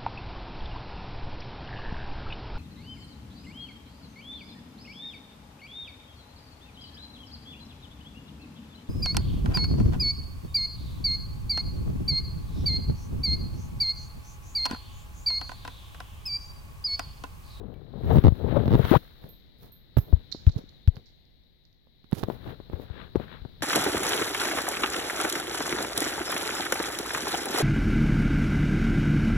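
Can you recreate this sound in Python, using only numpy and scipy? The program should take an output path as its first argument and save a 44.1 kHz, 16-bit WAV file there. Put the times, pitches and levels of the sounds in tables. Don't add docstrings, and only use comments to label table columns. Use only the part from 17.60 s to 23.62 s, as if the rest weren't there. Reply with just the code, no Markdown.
import sys
import numpy as np
from scipy import signal
from scipy.fft import rfft, irfft, next_fast_len
from scipy.io import wavfile
from scipy.ndimage import uniform_filter1d, map_coordinates

SR = 44100
rng = np.random.default_rng(int(sys.argv[2]) if len(sys.argv) > 2 else 0)


def transcribe(u):
    v = np.clip(np.atleast_2d(u).T, -1, 1)
    q = np.round(v * 32767).astype(np.int16)
    wavfile.write(sys.argv[1], SR, q)


N = 265566


# frequency_hz, left_db, right_db
HISS_TONE = [(25, 5.5, -1), (60, 1.5, 2), (148, -11, -5), (413, -19, -17), (770, -23, -27.5),
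             (1300, -37.5, -40.5), (2000, -21, -31), (2660, -29.5, -34.5), (3220, -20.5, -30),
             (3960, -10, -29), (4850, -29.5, -32), (5860, -42, -45.5), (8500, -54.5, -58.5),
             (12000, -40.5, -53.5), (15500, -40.5, -44)]
# time_s, level_db
HISS_SWELL = [(0, -9), (.4, 5.5), (1.5, 7.5), (2.2, 2.5), (2.7, 9), (3.5, 3.5), (4.2, -3), (4.7, 6.5),
              (6, 7.5)]
# frequency_hz, ring_s
TILE_ECHO = [(300, 0.44), (4000, 0.27), (7000, 0.72), (14000, 0.68)]
# start_s, level_db
PINGS = [(1.6898, -43), (2.121, -44.5), (2.3715, -36.5)]
# pitch_hz, level_db, ring_s
METAL_NOTES = [(12630, -7, .12), (13388, -5.5, .3)]
# start_s, level_db, fade_s
KIBBLE_HITS = [(2.7163, -25.5, 0.0022), (2.7198, -26, 0.003), (2.725, -19.5, 0.0025),
               (2.891, -35.5, 0.0045), (2.917, -42.5, .014), (2.959, -46, .01), (2.981, -37.5, 0.0043),
               (3.0904, -35, 0.0017), (3.356, -46, 0.0056), (3.457, -49.5, 0.025), (4.051, -51, 0.0025)]
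# frequency_hz, level_db
BOWL_TONE = [(500, -39), (1900, -13.5), (2900, -24.5), (3700, -8.5), (4150, -0.5), (5000, -5.5),
             (6000, -6.5), (7500, -10.5), (8400, -27), (16000, -50.5)]

# frequency_hz, left_db, right_db
PORT_TONE = [(928, -1.5, -4), (2547, -8.5, -2.5), (3830, 2.5, 6.5), (5200, -11.5, -0.5), (8530, -19.5, -16),
             (11100, -7, 3), (15000, 2, 5.5)]
# frequency_hz, level_db
RUMBLE_TONE = [(15, -25), (40, 2.5), (130, 3), (220, -4), (400, -16), (1200, -74.5)]
SKIN_TONE = [(100, -24), (280, -3), (450, -0.5), (800, -12), (1400, -24.5), (3000, -59.5)]
LEFT_SWISH_TONE = [(300, -10.5), (900, 1.5), (1600, 9), (2600, 1.5), (4000, -5.5), (6000, -28),
                   (15000, -36.5)]
RIGHT_SWISH_TONE = [(30, 6), (200, 6), (700, 4), (1700, -1.5), (2800, -10.5), (4200, -18.5), (7000, -30.5),
                    (15000, -37.5)]
FIZZ_TONE = [(2000, -29), (5000, -1.5), (8000, -1.5), (12000, -3.5), (16000, -2)]
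# frequency_hz, level_db
SCUFF_TONE = [(300, 4.5), (1500, 1), (4000, -6.5), (8000, 3), (15000, -16.5)]
RASP_TONE = [(200, -5.5), (1100, 3), (2000, -8), (4000, -22.5), (8000, -40.5)]
# frequency_hz, level_db
BUMP_TONE = [(20, -18), (200, -1), (500, 0), (4200, -2.5), (8000, -2), (15000, -8.5)]
# time_s, rumble_db
GRIP = [(0, -53), (1.5, -59.5), (2.25, -60), (2.55, -50.5), (3.1, -55.5), (3.6, -69), (4.42, -73),
        (4.75, -52), (6, -47)]
# time_s, rub_db, swish_db, fizz_db
DRAG = [(0, -40, -63, -93), (.29, -52.5, -68.5, -96), (.35, -39, -64.5, -84.5), (.43, -40.5, -56, -68),
        (.52, -22.5, -41, -54), (.57, -23, -41.5, -53), (.615, -39, -47, -62.5), (.665, -22.5, -48.5, -57),
        (.71, -47, -61, -69), (.77, -41, -54, -66.5), (.87, -26.5, -50.5, -67.5),
        (.89, -29.5, -41.5, -66.5), (.97, -19.5, -44.5, -65), (1.03, -29.5, -47, -66.5),
        (1.2, -26, -41.5, -54), (1.23, -36.5, -37, -53.5), (1.305, -39.5, -34, -44.5),
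        (1.335, -26.5, -35.5, -46), (1.368, -18, -27, -47), (1.385, -51.5, -59, -59.5),
        (1.5, -71, -61, -68), (2, -84.5, -91.5, -95)]
# peak_s, rise_s, fall_s, rub_db, rub_pan_db, swish_db, fizz_db
STROKES = [(1.645, .04, .07, -50.5, 2, -65, -65.5), (2.04, .035, .045, -50.5, -2.5, -76, -58.5),
           (2.41, .02, .04, -51, 4.5, -61.5, -58.5), (2.5, .04, .06, -48, 1, -71, -70),
           (2.98, .035, .035, -45, 0, -57, -68), (3.37, 0.048, .035, -51, 2.5, -67, -71),
           (4.585, .025, 0.062, -37, -18, -62, -57.5), (4.72, 0.043, .045, -39, 25, -54, -58.5),
           (4.901, 0.076, .035, -37.5, 25, -46, -62), (5.14, 0.027, .04, -41, 17, -54.5, -68),
           (5.22, 0.029, 0.036, -42, 12, -58, -63.5), (5.409, 0.082, .045, -44.5, 17, -42.5, -87),
           (5.62, 0.042, .04, -43, 21, -45, -67.5), (5.733, 0.042, .05, -47.5, 20, -41, -83)]
# peak_s, level_db, half_length_s
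SCUFFS = [(0.561, -47, 0.0054), (1.2513, -24.5, 0.00036), (2.375, -39.5, 0.0019), (2.385, -33.5, 0.0046),
          (2.985, -48, 0.0069), (4.5145, -32.5, 0.0008), (4.53, -26.5, 0.00092), (4.553, -48, 0.014),
          (4.597, -41.5, 0.033), (4.637, -35.5, 0.002), (5.5642, -38, 0.00079)]
# time_s, pitch_hz, level_db
SQUEAKS = [
    [(.503, 620, -20), (.515, 768, -24), (.53, 683, -26.5)],
    [(.952, 460, -30.5), (.971, 546, -14.5), (.984, 462, -42), (1.005, 430, -23.5)],
    [(1.314, 240, -15), (1.326, 328, -12), (1.338, 439.6, -9), (1.346, 710, -15), (1.354, 908, -10.5),
     (1.36, 1108, -19), (1.371, 1426, -23)],
]
# start_s, slip_count, first_gap_s, gap_ratio, first_slip_db, growth_per_slip_db, pan_db, snap_vs_swing_db
SLIP_RUNS = [(.4345, 10, .012, 1, -16.5, 0.14, 4, -8), (0.5574, 3, 0.013, 1.05, -2, 0.5, 8, -4.5),
             (0.6401, 5, 0.0077, 1.21, -3, 0.62, 7.5, -1), (.705, 2, .016, 1, -13.5, 8, 18, -13.5),
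             (1.0583, 2, .0218, 1, -15.5, 5, -1, 0), (1.1078, 6, .011, .9, -13, 1.5, 2.5, 1)]
# pitch_hz, level_db, ring_s
CASE_NOTES = [(417.3, 0.5, 0.056), (540, -4.5, 0.035), (810, -6, 0.032), (970, -10, 0.021),
              (1374, -4, 0.016), (1650, -10, 0.036), (2120, -23, 0.025)]
# start_s, swing_hz, swing_db, pan_db, snap_corner_hz, snap_db
BUMPS = [(1.036, 403, -15, 30, 400, -18.5), (1.1945, 140, -5, 34, 203.3, -6),
         (1.238, 82.5, -10, 35, 1000, -21), (1.2521, 300, -38, 18, 1300, -13.5),
         (1.3138, 248, 1.5, 46, 201, 0), (1.6411, 152, -28, -5.5, 890, -29),
         (2.3678, 104, -0.5, -19, 300, -9.5), (2.3706, 350, -14, -6, 301, -25),
         (2.3713, 121, 2, -18, 503, -9), (2.3843, 88, -1.5, -14.5, 650, -14),
         (2.5276, 70.8, 1.5, 22, 195, -9.5), (2.5644, 60, -22.5, 7.5, 538, -36),
         (2.748, 290, -29.5, 6, 325, -25.5), (2.8672, 77.5, 2.5, 9.5, 2280, -19),
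         (2.8922, 95, -12, -30, 876, -25), (2.962, 103, -9, -18.5, 1330, -36),
         (2.9885, 204, -25.5, -3.5, 1474, -36), (3.038, 250, -33.5, 2, 600, -50),
         (3.2756, 80, .5, 6, 2600, -18.5), (3.3676, 110, -28, -1, 2100, -27),
         (4.271, 248.2, -54, -13.5, 420, -42.5), (4.443, 206.5, -36, -20.5, 1920, -38),
         (4.5224, 99, -25, -15, 780, -20), (4.5289, 166, -3, -15.5, 186, -4.5),
         (4.631, 156, -11.5, -31, 530, -12.5), (4.6355, 97, -20, 1, 700, -10.5),
         (4.6852, 467, -20, 30, 201, -13.5), (4.7006, 420, -33, 26, 456, -9.5),
         (4.865, 170, -24, 31, 540, -24), (4.878, 96.5, -23, -18, 1147, -29),
         (5.0012, 400, -62, 19, 405, -25), (5.0991, 137, -31, -13, 262, -22.5),
         (5.133, 78, -16.5, 34, 240, -13.5), (5.1978, 447, -27, 24, 300, -20.5),
         (5.3, 79, -20, 31, 1146, -30), (5.5501, 456, -47, 0, 213, -22.5), (5.5565, 394, -9, 23, 377, -3.5),
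         (5.568, 109, -15.5, 30, 200, -17), (5.599, 565, -27, 27, 203, -11),
         (5.813, 59.6, -29, 20, 200, -48), (5.851, 127, -23.5, 25, 405, -20),
         (6.0083, 118, -28, 15, 1891, -34.5)]


def amp(db):
    return 10 ** (np.asarray(db) / 20)


def unit(x):
    return x / np.sqrt(np.mean(x ** 2) + 1e-20)


def along(points, hz, column=1):
    table = np.transpose(points)
    return np.interp(np.log(hz + 1), np.log(table[0] + 1), table[column])


def per_port(points, hz):
    return amp([along(points, hz, 1), along(points, hz, 2)])


def pan(pan_db):
    return amp([[min(pan_db, 0)], [min(-pan_db, 0)]])


def curves(rows):
    times, *columns = np.transpose(rows)
    return [np.interp(np.arange(N) / SR, times, column) for column in columns]


def wobble(rate):
    points = rng.standard_normal(int(N * rate / SR) + 4)
    return map_coordinates(points, [np.arange(N) * rate / SR])


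def filtered(x, response):
    size = 2 * next_fast_len(N // 2 + SR // 4)
    return irfft(rfft(x, size) * response(np.fft.rfftfreq(size, 1 / SR)), size)[..., :N]


def causal(gain):
    cepstrum = irfft(np.log(gain))
    half = cepstrum.shape[-1] // 2
    cepstrum[..., 1:half] *= 2
    cepstrum[..., half + 1:] = 0
    return np.exp(rfft(cepstrum))


def add(track, start_s, sound):
    part = track[..., round(start_s * SR):][..., :sound.shape[-1]]
    part += sound[..., :part.shape[-1]]


def hiss():
    noise = filtered(rng.standard_normal((2, N)), lambda hz: per_port(HISS_TONE, hz))
    return amp(-59.5 + curves(HISS_SWELL)[0]) * unit(noise)


def whine(pitch_hz=14000, width_hz=110):
    noise = rng.standard_normal((2, N))
    return amp(-88.5) * unit(filtered(noise, lambda hz: np.exp(-((hz - pitch_hz) / width_hz) ** 2)))


def room_echo(x):
    hz, t, spectrum = signal.stft(rng.standard_normal((2, SR)), SR, nperseg=256)
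    fade = amp(-60 * t / along(TILE_ECHO, hz)[:, None])
    tail = signal.istft(spectrum * fade, SR, nperseg=256)[1]
    return signal.fftconvolve(x[None], tail / np.linalg.norm(tail[0]), axes=1)[:, :N]


def metal_pings():
    out, t = np.zeros(N), np.arange(SR // 2) / SR
    ring = sum(amp(db - 60 * t / ring_s) * np.sin(2 * np.pi * hz * t) for hz, db, ring_s in METAL_NOTES)
    for start_s, db in PINGS:
        bright_noise = np.diff(rng.standard_normal(len(t) + 3), 3)
        tick = .1 * np.exp(-t / .004) * bright_noise
        add(out, start_s, amp(db) * (ring + tick))
    return out * amp([[-9], [-3]])


def rim_clink(start_s=.1405, pitch_hz=2300, ring_s=.25):
    out, t = np.zeros(N), np.arange(SR // 2) / SR
    tick = 8 * np.exp(-t / .003) * rng.standard_normal(len(t))
    ring = amp(-60 * t / ring_s) * np.sin(2 * np.pi * pitch_hz * t)
    add(out, start_s, amp(-61) * (ring + uniform_filter1d(tick, size=8)))
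    return out


def nibbles(per_second=5.7, level_db=-58.5, spread_db=3, fade_s=.0015):
    draws = rng.random((round(per_second * N / SR), 2))
    return [(when * N / SR, level_db + spread_db * (2 * size - 1), fade_s) for when, size in draws]


def kibble():
    scrapes, t = np.zeros(N), np.arange(SR // 8) / SR
    for start_s, db, fade_s in KIBBLE_HITS + nibbles():
        add(scrapes, start_s, amp(db) * rng.standard_normal(len(t)) * np.exp(-t / fade_s))
    scrapes *= amp(3.5 * wobble(700))
    return amp(7.5) * filtered(scrapes, lambda hz: causal(amp(along(BOWL_TONE, hz))))


def friction(tone, grain_db, grain_rate):
    grains = rng.standard_normal(N) * amp(grain_db * wobble(grain_rate))
    return unit(filtered(grains, lambda hz: amp(along(tone, hz))))


def low_rub(rumble_gain, skin_gain):
    rumble = rumble_gain * friction(RUMBLE_TONE, grain_db=0, grain_rate=66)
    return rumble + skin_gain * friction(SKIN_TONE, grain_db=3, grain_rate=150)


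def stroke_gains():
    t, gains = np.arange(N) / SR, np.zeros((4, N))
    for peak_s, rise_s, fall_s, rub_db, pan_db, swish_db, fizz_db in STROKES:
        from_peak = np.abs((t - peak_s) / np.where(t < peak_s, rise_s, fall_s))
        peaks = np.vstack([amp(rub_db) * pan(pan_db), amp(swish_db), amp(fizz_db)])
        gains += peaks * np.exp(-from_peak ** 1.5)
    return gains


def rubbing():
    drag = amp(curves(DRAG))
    grip = amp(curves(GRIP)[0] + 2 * wobble(8.1))
    left_rub, right_rub, stroke_swish, stroke_fizz = stroke_gains()
    strokes = np.array([left_rub, stroke_swish, stroke_fizz])
    resting = amp([[-11], [-15], [-29]]) * grip
    skin, swish, fizz = np.sqrt(drag ** 2 + strokes ** 2 + resting ** 2)
    drag_flex, stroke_flex = amp(7), amp(1.5)
    close_rub = low_rub(drag_flex * drag[0] + stroke_flex * left_rub + grip, skin)
    left = close_rub + amp(3) * swish * friction(LEFT_SWISH_TONE, grain_db=2.5, grain_rate=250)
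    right = amp(-25.5) * close_rub + low_rub(stroke_flex * right_rub, right_rub)
    open_swish = np.sqrt(swish * fizz)
    right += amp(7) * open_swish * friction(RIGHT_SWISH_TONE, grain_db=4, grain_rate=95)
    left += amp(3) * fizz * friction(FIZZ_TONE, grain_db=4.5, grain_rate=910)
    right += amp(1) * fizz * friction(FIZZ_TONE, grain_db=3, grain_rate=400)
    return np.array([left, right])


def scuffs():
    t = np.arange(N) / SR
    touch = sum(amp(db) * np.exp(-((t - peak_s) / half_s) ** 2) for peak_s, db, half_s in SCUFFS)
    return touch * friction(SCUFF_TONE, grain_db=6, grain_rate=900) * amp([[-20], [0]])


def squeaks():
    out, t = np.zeros(N), np.arange(N) / SR
    for rows in SQUEAKS:
        hz, db = curves(rows)
        start_s, end_s = rows[0][0], rows[-1][0]
        contact = np.clip(np.minimum(t - start_s, end_s - t) / .002, 0, 1)
        unsteady_hz = hz * np.exp(.13 * wobble(500))
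        phase = 2 * np.pi * np.cumsum(unsteady_hz) / SR
        tone = np.sin(phase) + .15 * np.sin(2 * phase)
        rasp = amp(-10.5) * friction(RASP_TONE, grain_db=1, grain_rate=450)
        out += contact * amp(db + 2 * wobble(300)) * (tone + rasp)
    return out * amp([[1.5], [-23]])


def swing(hz, crest, sharpness):
    cycles = hz * np.arange(SR // 8) / SR
    age = cycles / crest
    return np.sin(2 * np.pi * cycles) * (age * np.exp(1 - age)) ** sharpness


def snap(corner_hz, grit, grit_s):
    t = np.arange(SR // 8) / SR
    age = 2 * np.pi * corner_hz * t
    pulse = age * np.exp(1 - age)
    crumbs = grit * rng.standard_normal(len(t)) * np.exp(-t / grit_s)
    return pulse + signal.fftconvolve(pulse, crumbs)[:len(t)]


def slips():
    for start_s, count, gap_s, gap_ratio, db, growth_db, pan_db, snap_db in SLIP_RUNS:
        for k in range(round(count)):
            yield start_s, db + k * growth_db, pan_db, snap_db
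            start_s += gap_s * gap_ratio ** k


def stick_and_slip():
    left, right = np.zeros((2, N))
    right_swing = 1.4 * swing(110, crest=.15, sharpness=.45)
    left_swing = 1.06 * swing(90, crest=.15, sharpness=.37)
    for start_s, db, pan_db, snap_db in slips():
        right_snap = amp(snap_db + 2.5) * snap(320, grit=.056, grit_s=.0016)
        left_snap = amp(snap_db - 1) * snap(300, grit=.094, grit_s=.0031)
        add(right, start_s - .0004, amp(db - pan_db) * (right_swing - right_snap))
        add(left, start_s + .0008, amp(db) * (left_snap - left_swing))
    return np.array([left, right])


def case_ring():
    t = np.arange(SR // 8) / SR
    ring = np.zeros(len(t))
    for hz, db, ring_s in CASE_NOTES:
        fade = amp(db + rng.normal(0, 1.7) - 60 * t / ring_s)
        ring += fade * np.sin(2 * np.pi * (hz * t + rng.random()))
    return ring * (1 - np.exp(-t / .0024))


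def bumps():
    air, blows = np.zeros((2, 2, N))
    for start_s, hz, db, pan_db, corner_hz, snap_db in BUMPS:
        settle = amp(-31) * swing(hz * .4, crest=.9, sharpness=2.3)
        left_swing = swing(hz, crest=.64, sharpness=2.8)
        right_swing = swing(hz * 1.12, crest=.35, sharpness=1.3)
        add(air, start_s, amp(db) * pan(pan_db) * (np.array([left_swing, right_swing]) + settle))
        muffle_db = 6 * max(np.log2(corner_hz / 300), 0)
        snap_pan_db = .75 * pan_db - muffle_db
        snaps = [snap(corner_hz, grit=.067, grit_s=.0053) + amp(-21) * case_ring() for _ in range(2)]
        add(blows, start_s, amp(snap_db) * pan(snap_pan_db) * np.array(snaps))
    return air + filtered(blows, lambda hz: causal(amp(along(BUMP_TONE, hz))))


def scene():
    food = kibble()
    eating = food * amp([[-18], [-2]]) + room_echo(food) * amp([[-19], [-8]]) + rim_clink()
    hand = rubbing() + stick_and_slip() + bumps() + scuffs() + squeaks()
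    at_ports = filtered(hand + eating + metal_pings(), lambda hz: causal(per_port(PORT_TONE, hz)))
    return at_ports + hiss() + whine()


def record(dry):
    bass_cut_hz, peak_limit, top_hz = 18, .95, 15960
    trimmed = filtered(dry, lambda hz: 1j * hz / (bass_cut_hz + 1j * hz))
    rounded = trimmed / (1 + (trimmed / peak_limit) ** 6) ** (1 / 6)
    return filtered(rounded, lambda hz: hz < top_hz)


dry = scene()
out = record(dry)
transcribe(out)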